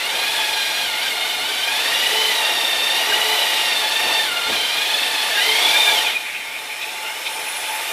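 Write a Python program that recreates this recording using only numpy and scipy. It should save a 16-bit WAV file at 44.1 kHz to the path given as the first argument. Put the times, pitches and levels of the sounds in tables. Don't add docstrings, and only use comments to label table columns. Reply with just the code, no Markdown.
import sys
import numpy as np
from scipy import signal
from scipy.fft import rfft, irfft
from scipy.io import wavfile
from scipy.ndimage import uniform_filter1d

SR = 44100
rng = np.random.default_rng(int(sys.argv[2]) if len(sys.argv) > 2 else 0)


def voltage_ratio(level):
    return 10 ** (np.asarray(level, float) / 20)


def inscribe(sig):
    pcm = np.round(np.clip(np.atleast_2d(sig).T, -1, 1) * 32767)
    wavfile.write(sys.argv[1], SR, pcm.astype(np.int16))


N = 349272

# mesh_multiple, level_db
MESH_ORDERS = [(1, -21), (2, -1.5), (3, -1), (4, 2.5), (5, 0.5), (6, 1), (7, -1.5)]
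# time_s, pitch_hz, level_db
WHISTLE = [
    (7.28, 9270, -40),
    (7.45, 9880, -40),
    (7.6, 10140, -35),
    (7.75, 10520, -38),
    (7.92, 10960, -43),
]
# time_s, level_db, pitch_hz, length_s
CHIRPS = [
    (.35, -25, 1680, 0.032),
    (1.05, -29, 1603, .04),
    (3.125, -14.5, 1620, 0.01),
    (5.38, -17.5, 1647, 0.049),
    (5.75, -17, 1649, 0.022),
    (5.89, -20, 1656, 0.054),
    (6.165, -17.5, 2436, 0.038),
]
# time_s, level_db, length_s, pitch_hz,
# width_hz
CATCHES = [(4.503, -26.5, 0.019, 463, 600), (4.41, -30, 0.22, 1400, 30), (6.074, -22, .025, 3200, 500),
           (6.12, -25, .03, 3350, 700), (6.289, -28.5, 0.11, 2246, 756), (6.363, -26, 0.049, 2550, 540),
           (6.432, -30.5, 0.065, 2169, 270), (6.557, -27, 0.052, 2370, 378), (6.719, -30, 0.051, 2300, 260),
           (6.83, -26.5, 0.04, 2485, 249), (6.827, -30, .02, 3550, 700), (6.885, -32, .02, 2450, 185.2),
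           (7.066, -31, 0.077, 2760, 470), (7.088, -34, 0.065, 2100, 150), (7.07, -33, 0.056, 1398, 60),
           (7.27, -26, .04, 2420, 420), (7.27, -27, 0.037, 3600, 708), (7.484, -30, 0.054, 2529, 400),
           (7.652, -32, 0.052, 2670, 503), (7.88, -29, 0.043, 2750, 370.4), (7.24, -43, 1.8, 5295, 204)]
# time_s, level_db, pitch_hz, length_s
PLATE_HUMS = [
    (2.2, -31.5, 436, 0.24),
    (3.1, -32.5, 421, .1),
    (3.3, -31.5, 434.5, 0.13),
    (5.5, -31, 440, 0.14),
]
# pitch_hz, width_hz, peak_db over broad response
METAL = [(715, 72, 6), (822, 33, 4), (1400, 19, 3.5), (1400, 55, -0.5), (2150, 53, 3), (2400, 64, 5),
         (2600, 33, 0), (2857, 64, 6), (3088, 51, 8.5), (3410, 57, 6), (3645, 47, 8), (4220, 25, 2.5),
         (4627, 52, 8.5), (5490, 90, 6.5), (5697, 126, 7)]
# freq_hz, density_db per Hz
CUT_SPECTRUM = [(590, -40), (1000, -12.5), (1890, 1.5), (2410, 2), (2680, -2.5), (3530, 3), (5140, -9),
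                (5660, -14), (7000, -11), (9100, -57), (15400, -120)]
# freq_hz, density_db per Hz
RUB_SPECTRUM = [(590, -43), (1000, -44), (1290, -9.5), (1890, -4), (2000, -7), (2450, -3), (3130, -12.5),
                (3620, -6.5), (4290, -19), (7000, -24.5), (9100, -21.5), (15400, -120)]
# freq_hz, density_db per Hz
DRONE_SPECTRUM = [(130, -29), (220, -21), (428, -4), (796, -3.5), (873, -5.5), (988, -3), (1400, -8),
                  (1820, -31), (3080, -120)]
# freq_hz, density_db per Hz
AIR_SPECTRUM = [(3240, -23), (5500, -2.5), (6860, -3.5), (10300, -2), (13500, -6.5), (14600, -9)]
# freq_hz, density_db per Hz
RUMBLE_SPECTRUM = [(12, -48), (20, -18), (38, -23), (75, -8.5), (124, -11.5), (155, -7), (226, -3.5),
                   (265, -2.5), (300, -5), (390, -4), (660, -120)]
# freq_hz, side_minus_mid_db
SIDE_LEVEL = [(60, -30), (110, -32), (200, -27), (380, -25), (690, -32.5), (1270, -30.5), (2340, -36),
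              (4320, -30), (7950, -25), (14600, -29)]
# freq_hz, gain_db
CASING = [(500, -15), (1400, 2), (1700, 3), (2000, 4.5), (2400, 1.5), (3300, 2.5), (3700, 1.5), (4100, 3),
          (5000, -10), (6000, -12.5), (8000, -27)]
# start_s, end_s
WIDE = [(0, .07), (.12, .15), (.9, .97), (1.03, 1.07), (1.2, 1.48), (1.52, 1.55), (1.63, 1.67),
        (3.09, 3.17), (3.7, 3.85), (4.42, 4.6), (5.85, 5.95), (6.08, 6.12), (6.75, 6.78), (6.82, 6.95),
        (7.07, 7.17), (7.24, 7.29), (7.35, 7.55), (7.6, 7.66), (7.7, 7.8), (7.88, 7.92)]
# time_s, mesh_hz
CUTTING_SPEED = [(0.0, 664), (.15, 804), (.38, 852.5), (.58, 810), (.84, 816.5), (1.6, 762.7), (1.87, 914),
                 (2.07, 982), (2.28, 1019), (2.43, 922.7), (2.81, 888.7), (3.31, 994), (3.65, 940),
                 (3.85, 861), (4.02, 910), (4.25, 894), (4.63, 774), (5.09, 896)]
# time_s, mesh_hz
LAST_PUSH = [
    (5.34, 879),
    (5.58, 1103),
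    (5.76, 1184),
    (5.87, 1199),
    (5.94, 1142),
    (6.14, 650),
    (6.4, 519),
    (7.3, 777),
    (7.92, 919),
]
# start_s, end_s
BINDS = [
    (.865, 1.45),
    (4.265, 4.5),
]
# time_s, speed_change_hz, length_s, extra_noise_db
SLIPS = [
    (1.06, 85, 0.091, 1),
    (1.284, 38, .12, -0.5),
    (2.523, 25, 0.098, 0),
    (2.993, 18, 0.16, 0.5),
    (4.122, -10, 0.098, 1),
    (4.533, 20, 0.0807, 1),
    (5.189, -45, 0.099, 0),
    (5.441, 45, .1, 1),
]
# time_s, level_db, gear_share (0-1), low_overtone_tilt_db, third_overtone_lead_db
FEED = [(0, 0.5, .58, -1, 4), (.3, 0, 0.55, 1, 5), (.8, 0.5, 0.64, 1, 2.5), (1.5, 0.5, 0.62, 1, 3.5),
        (2.3, 0.5, 0.62, 2.5, 3), (2.7, 0, 0.67, -1, 1.5), (3.2, 0.5, 0.67, 3, 4.5),
        (3.6, 0.5, 0.58, 0, 2.5), (4.15, 0.5, 0.69, 1.5, 4), (4.3, 0.5, 0.63, 2, 1),
        (4.7, 1.5, 0.62, -1, 4), (5.1, 0, 0.6, 1, 2), (5.6, 1, 0.65, 4, 4), (5.9, 0.5, .72, 7.5, 5),
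        (6.08, 1, .66, -0.5, 9.5), (6.25, 1, .36, -6, -5), (7.1, -1, 0.4, -3.5, 5), (7.92, 1, 0.2, 0, 4)]
# time_s, level_db, length_s
JOLTS = [
    (3.15, 4.5, 0.12),
    (4.09, 8, .1),
    (4.521, 13.5, 0.13),
]

# cutting_db at USUAL_HZ, db_per_octave, free_db, db_per_octave
TEETH_LAW, DRONE_LAW, AIR_LAW = (-19.5, 9.5, -26, 5.5), (-29.5, 9.5, -33.5, 10), (-30.5, 9, -32.5, 10)
BENCH_LAW, PLATE_LAW = (-50.5, 0.5, -62, -8), (-36.5, 14.5, -36, 16)
USUAL_HZ, LET_GO_S = 910, (6.1, 6.2)
RELEASE_S = (5.98, 6.42)
BOUND_HZ, BIND_EDGE_S = 705.4, 0.0678
PLATE_HZ, PLATE_WIDTH_HZ = 880, 72
SHOP_T60_S, SHOP_DB = .22, -9.5
ROTOR_DB, TEETH_ON_ROTOR = -63, 6


def rms_one(x):
    return x / np.sqrt(np.mean(x ** 2) + 1e-20)


def in_time(rows):
    s, *columns = np.transpose(rows)
    return [np.interp(np.arange(N) / SR, s, c) for c in columns]


def at_hz(points, hz):
    points_hz, points_db = np.transpose(points)
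    return np.interp(np.log(hz), np.log(points_hz), points_db)


def drift(rate_hz):
    r = np.exp(-40 * np.pi * rate_hz / SR)
    slow = signal.lfilter([1], [1, -2 * r, r * r], rng.standard_normal(N // 20 + 2002))[2000:]
    return np.interp(np.arange(N) / 20, np.arange(len(slow)), rms_one(slow))


def bump(at_s, length_s):
    return np.exp(-4 * ((np.arange(N) / SR - at_s) / max(length_s, .005)) ** 2)


def coloured(spectrum, patchy_db, rate_hz, top_hz=0):
    low, high = spectrum[0][0], min(max(spectrum[-1][0], top_hz), .45 * SR)
    edges = np.geomspace(low, high, int(3 * np.log2(high / low)) + 2)
    white, together, out = rng.standard_normal((2, N)), drift(rate_hz), 0
    for k, band in enumerate(zip(edges, edges[1:])):
        noise = signal.sosfilt(signal.butter(2, band, "band", fs=SR, output="sos"), white[k % 2])
        flicker_db = patchy_db * (0.12 * together + drift(rate_hz))
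        out = out + noise * voltage_ratio(at_hz(spectrum, np.sqrt(band[0] * band[1])) + flicker_db)
    return rms_one(out)


def peak(x, hz, width_hz):
    r, w = np.exp(-np.pi * width_hz / SR), 2 * np.pi * hz / SR
    return signal.lfilter((1 - r * r) / 2 * np.array([1, 0, -1]), [1, -2 * r * np.cos(w), r * r], x)


def ringing(hz, width_hz):
    return rms_one(peak(peak(rng.standard_normal(N), hz, width_hz), hz, width_hz))


def metal(x):
    for hz, width_hz, peak_db in METAL:
        x = x + (voltage_ratio(peak_db) - 1) * peak(x, hz, width_hz)
    return x


def speed():
    t = np.arange(N) / SR
    bound = sum(np.clip(np.minimum(t - a, b - t) / BIND_EDGE_S + .5, 0, 1) for a, b in BINDS)
    hz = in_time(list(CUTTING_SPEED) + list(LAST_PUSH))[0] * (1 - bound) + BOUND_HZ * bound
    return hz + sum(step_hz * bump(at, length) for at, step_hz, length, _ in SLIPS)


def level_db(law, hz, feed_db):
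    octaves = np.log2(hz / USUAL_HZ)
    free = np.interp(np.arange(N) / SR, LET_GO_S, [0, 1])
    return (1 - free) * (law[0] + law[1] * octaves) + free * (law[2] + law[3] * octaves) + feed_db


def shop(x):
    t = np.arange(SR // 2) / SR
    tail = rng.standard_normal(len(t)) * voltage_ratio(-60 * t / SHOP_T60_S) * (t > .003)
    wet = signal.fftconvolve(x, voltage_ratio(SHOP_DB) * tail / np.sqrt(np.sum(tail ** 2)))[:N]
    return (x + wet) / np.sqrt(1 + voltage_ratio(2 * SHOP_DB))


def bench_rumble(hz, jolts_db):
    rumble_db = level_db(BENCH_LAW, hz, jolts_db + 1.1 * drift(5))
    return voltage_ratio(rumble_db) * coloured(RUMBLE_SPECTRUM, patchy_db=-0.2, rate_hz=5.5)


def rotor(phase):
    running_free = np.interp(np.arange(N) / SR, (6.9, 7.4), [0, 1])
    return voltage_ratio(ROTOR_DB + 2.0 * drift(6)) * running_free * np.sin(phase / TEETH_ON_ROTOR)


def whistle():
    t = np.arange(N) / SR
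    hz, whistle_db = in_time(WHISTLE)
    phase = 2 * np.pi * np.cumsum(hz) / SR + .8 * drift(40)
    fade = np.clip((t - WHISTLE[0][0]) / 0.045, 0, 1)
    late = np.clip((t - 7.62) / 0.14, 0, 1) * voltage_ratio(-4.0 + 2.9 * drift(8.6))
    tones = np.sin(phase) + late * np.sin(phase * 4 / 3)
    return np.sqrt(2) * voltage_ratio(whistle_db + 1.9 * drift(14.6)) * fade * tones


def commutator(phase, faint_db):
    t = np.arange(N) / SR
    blur = drift(90) + 1j * drift(90)
    return voltage_ratio(faint_db + 3 * drift(2.6)) * np.imag(blur * np.exp(12j * phase)) * (t < RELEASE_S[0] + .05)


def fan_air(hz, feed_db, phase):
    hiss = coloured(AIR_SPECTRUM, patchy_db=0.5, rate_hz=17, top_hz=17550)
    return voltage_ratio(level_db(AIR_LAW, hz, 0.31 * feed_db)) * (hiss + commutator(phase, faint_db=-17.5))


def casing_drone(hz, feed_db, jolts_db):
    drone_db = level_db(DRONE_LAW, hz, 0.33 * feed_db + 0.26 * jolts_db + 1.18 * drift(4.4))
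    return voltage_ratio(drone_db - 1.0) * rms_one(metal(coloured(DRONE_SPECTRUM, patchy_db=1.0, rate_hz=16)))


def plate_ring(hz):
    return voltage_ratio(level_db(PLATE_LAW, hz, 1.04 * drift(4)) + 2.0) * ringing(PLATE_HZ, PLATE_WIDTH_HZ)


def squeals(rows, wander_rad):
    t, shake = np.arange(N) / SR, wander_rad * drift(28)
    return sum(voltage_ratio(db) * bump(at, length) * np.sin(2 * np.pi * hz * t + shake) for at, db, hz, length in rows)


def saw_catches():
    return sum(voltage_ratio(db) * bump(at, length) * ringing(hz, width) for at, db, length, hz, width in CATCHES)


def saw(cut_db, share):
    pressed = np.interp(np.arange(N) / SR, RELEASE_S, [1, 0])
    cutting = pressed * coloured(CUT_SPECTRUM, patchy_db=0.7, rate_hz=25)
    rubbing = np.sqrt(1 - pressed ** 2) * coloured(RUB_SPECTRUM, patchy_db=1.1, rate_hz=25)
    grind = rms_one(metal(cutting + rubbing))
    return grind * voltage_ratio(cut_db - 1.0) * np.sqrt(1 - share ** 2) + saw_catches()


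def gears(phase, hz, turn, tilt_db, third_db, throb_db, steady, rate_hz):
    tones, lean_db = 0, {2: tilt_db, 3: third_db, 4: -tilt_db}
    for k, db in MESH_ORDERS:
        shake = steady + drift(rate_hz * (2 + k)) + 1j * drift(rate_hz * (2 + k))
        throb = throb_db * np.sin(turn + 1.08 * drift(3.9))
        order_db = db + lean_db.get(k, 0) + at_hz(CASING, k * hz) + throb
        tones = tones + voltage_ratio(order_db) * np.imag(shake * np.exp(1j * k * phase))
    tones = metal(tones)
    return tones / np.sqrt(uniform_filter1d(tones ** 2, size=SR // 3) + 1e-12)


def faint_side(mid):
    t = np.arange(N) / SR
    wide = uniform_filter1d(sum(1. * (t >= a) * (t <= b) for a, b in WIDE), size=600)
    bins_hz = np.arange(N // 2 + 1) * SR / N + 1
    return wide * irfft(rfft(np.roll(mid, 1500)) * voltage_ratio(at_hz(SIDE_LEVEL, bins_hz) + 11.5), N)


def scene():
    hz = speed()
    feed_db, share, tilt_db, third_db = in_time(FEED)
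    share = np.clip(share, 0, .97)
    slips_db = sum(db * bump(at, length) for at, _, length, db in SLIPS)
    jolts_db = sum(db * bump(at, length) for at, db, length in JOLTS)
    cut_db = level_db(TEETH_LAW, hz, feed_db + slips_db)
    phase = 2 * np.pi * np.cumsum(hz * (1 + 0.002992 * drift(12.3))) / SR
    turn = phase / 35 + 0.57 * drift(4.2)
    wobble = voltage_ratio(0.35 * np.sin(turn))
    slack = bump(5.0, 0.27)
    song = gears(phase, hz, turn, tilt_db, third_db, throb_db=2.8 + 6 * slack, steady=1.05, rate_hz=14)
    song = voltage_ratio(cut_db) * share * song
    mid = wobble * (song + saw(cut_db, share) + fan_air(hz, feed_db, phase))
    mid = mid + casing_drone(hz, feed_db, jolts_db) + bench_rumble(hz, jolts_db)
    mid = mid + whistle() + rotor(phase) + plate_ring(hz)
    mid = shop(mid + squeals(CHIRPS, wander_rad=1.6) + squeals(PLATE_HUMS, wander_rad=0.26))
    side = faint_side(mid)
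    return np.array([mid + side, mid - side])


def treble_gaps(x, rare):
    hz, _, frames = signal.stft(x, SR, nperseg=1024)
    chance = uniform_filter1d(rng.standard_normal(frames.shape[1:]), size=9, axis=1)
    chance = uniform_filter1d(chance, size=4, axis=0)
    limit = rare + .75 * np.log2(15000 / np.maximum(hz, 100))[:, None]
    return signal.istft(frames * (chance / chance.std() < limit), SR, nperseg=1024)[1][:, :N]


def band_limit(x):
    return signal.sosfilt(signal.butter(12, 15250, fs=SR, output="sos"), x)


def record(dry):
    bins_hz = np.arange(N // 2 + 1) * SR / N
    rounded = .9 * np.tanh(dry / .9)
    cut = irfft(rfft(rounded) * (bins_hz < 15050), N)
    mix = treble_gaps(cut, rare=1.3)
    return band_limit(mix)


dry = scene()
out = record(dry)
inscribe(out)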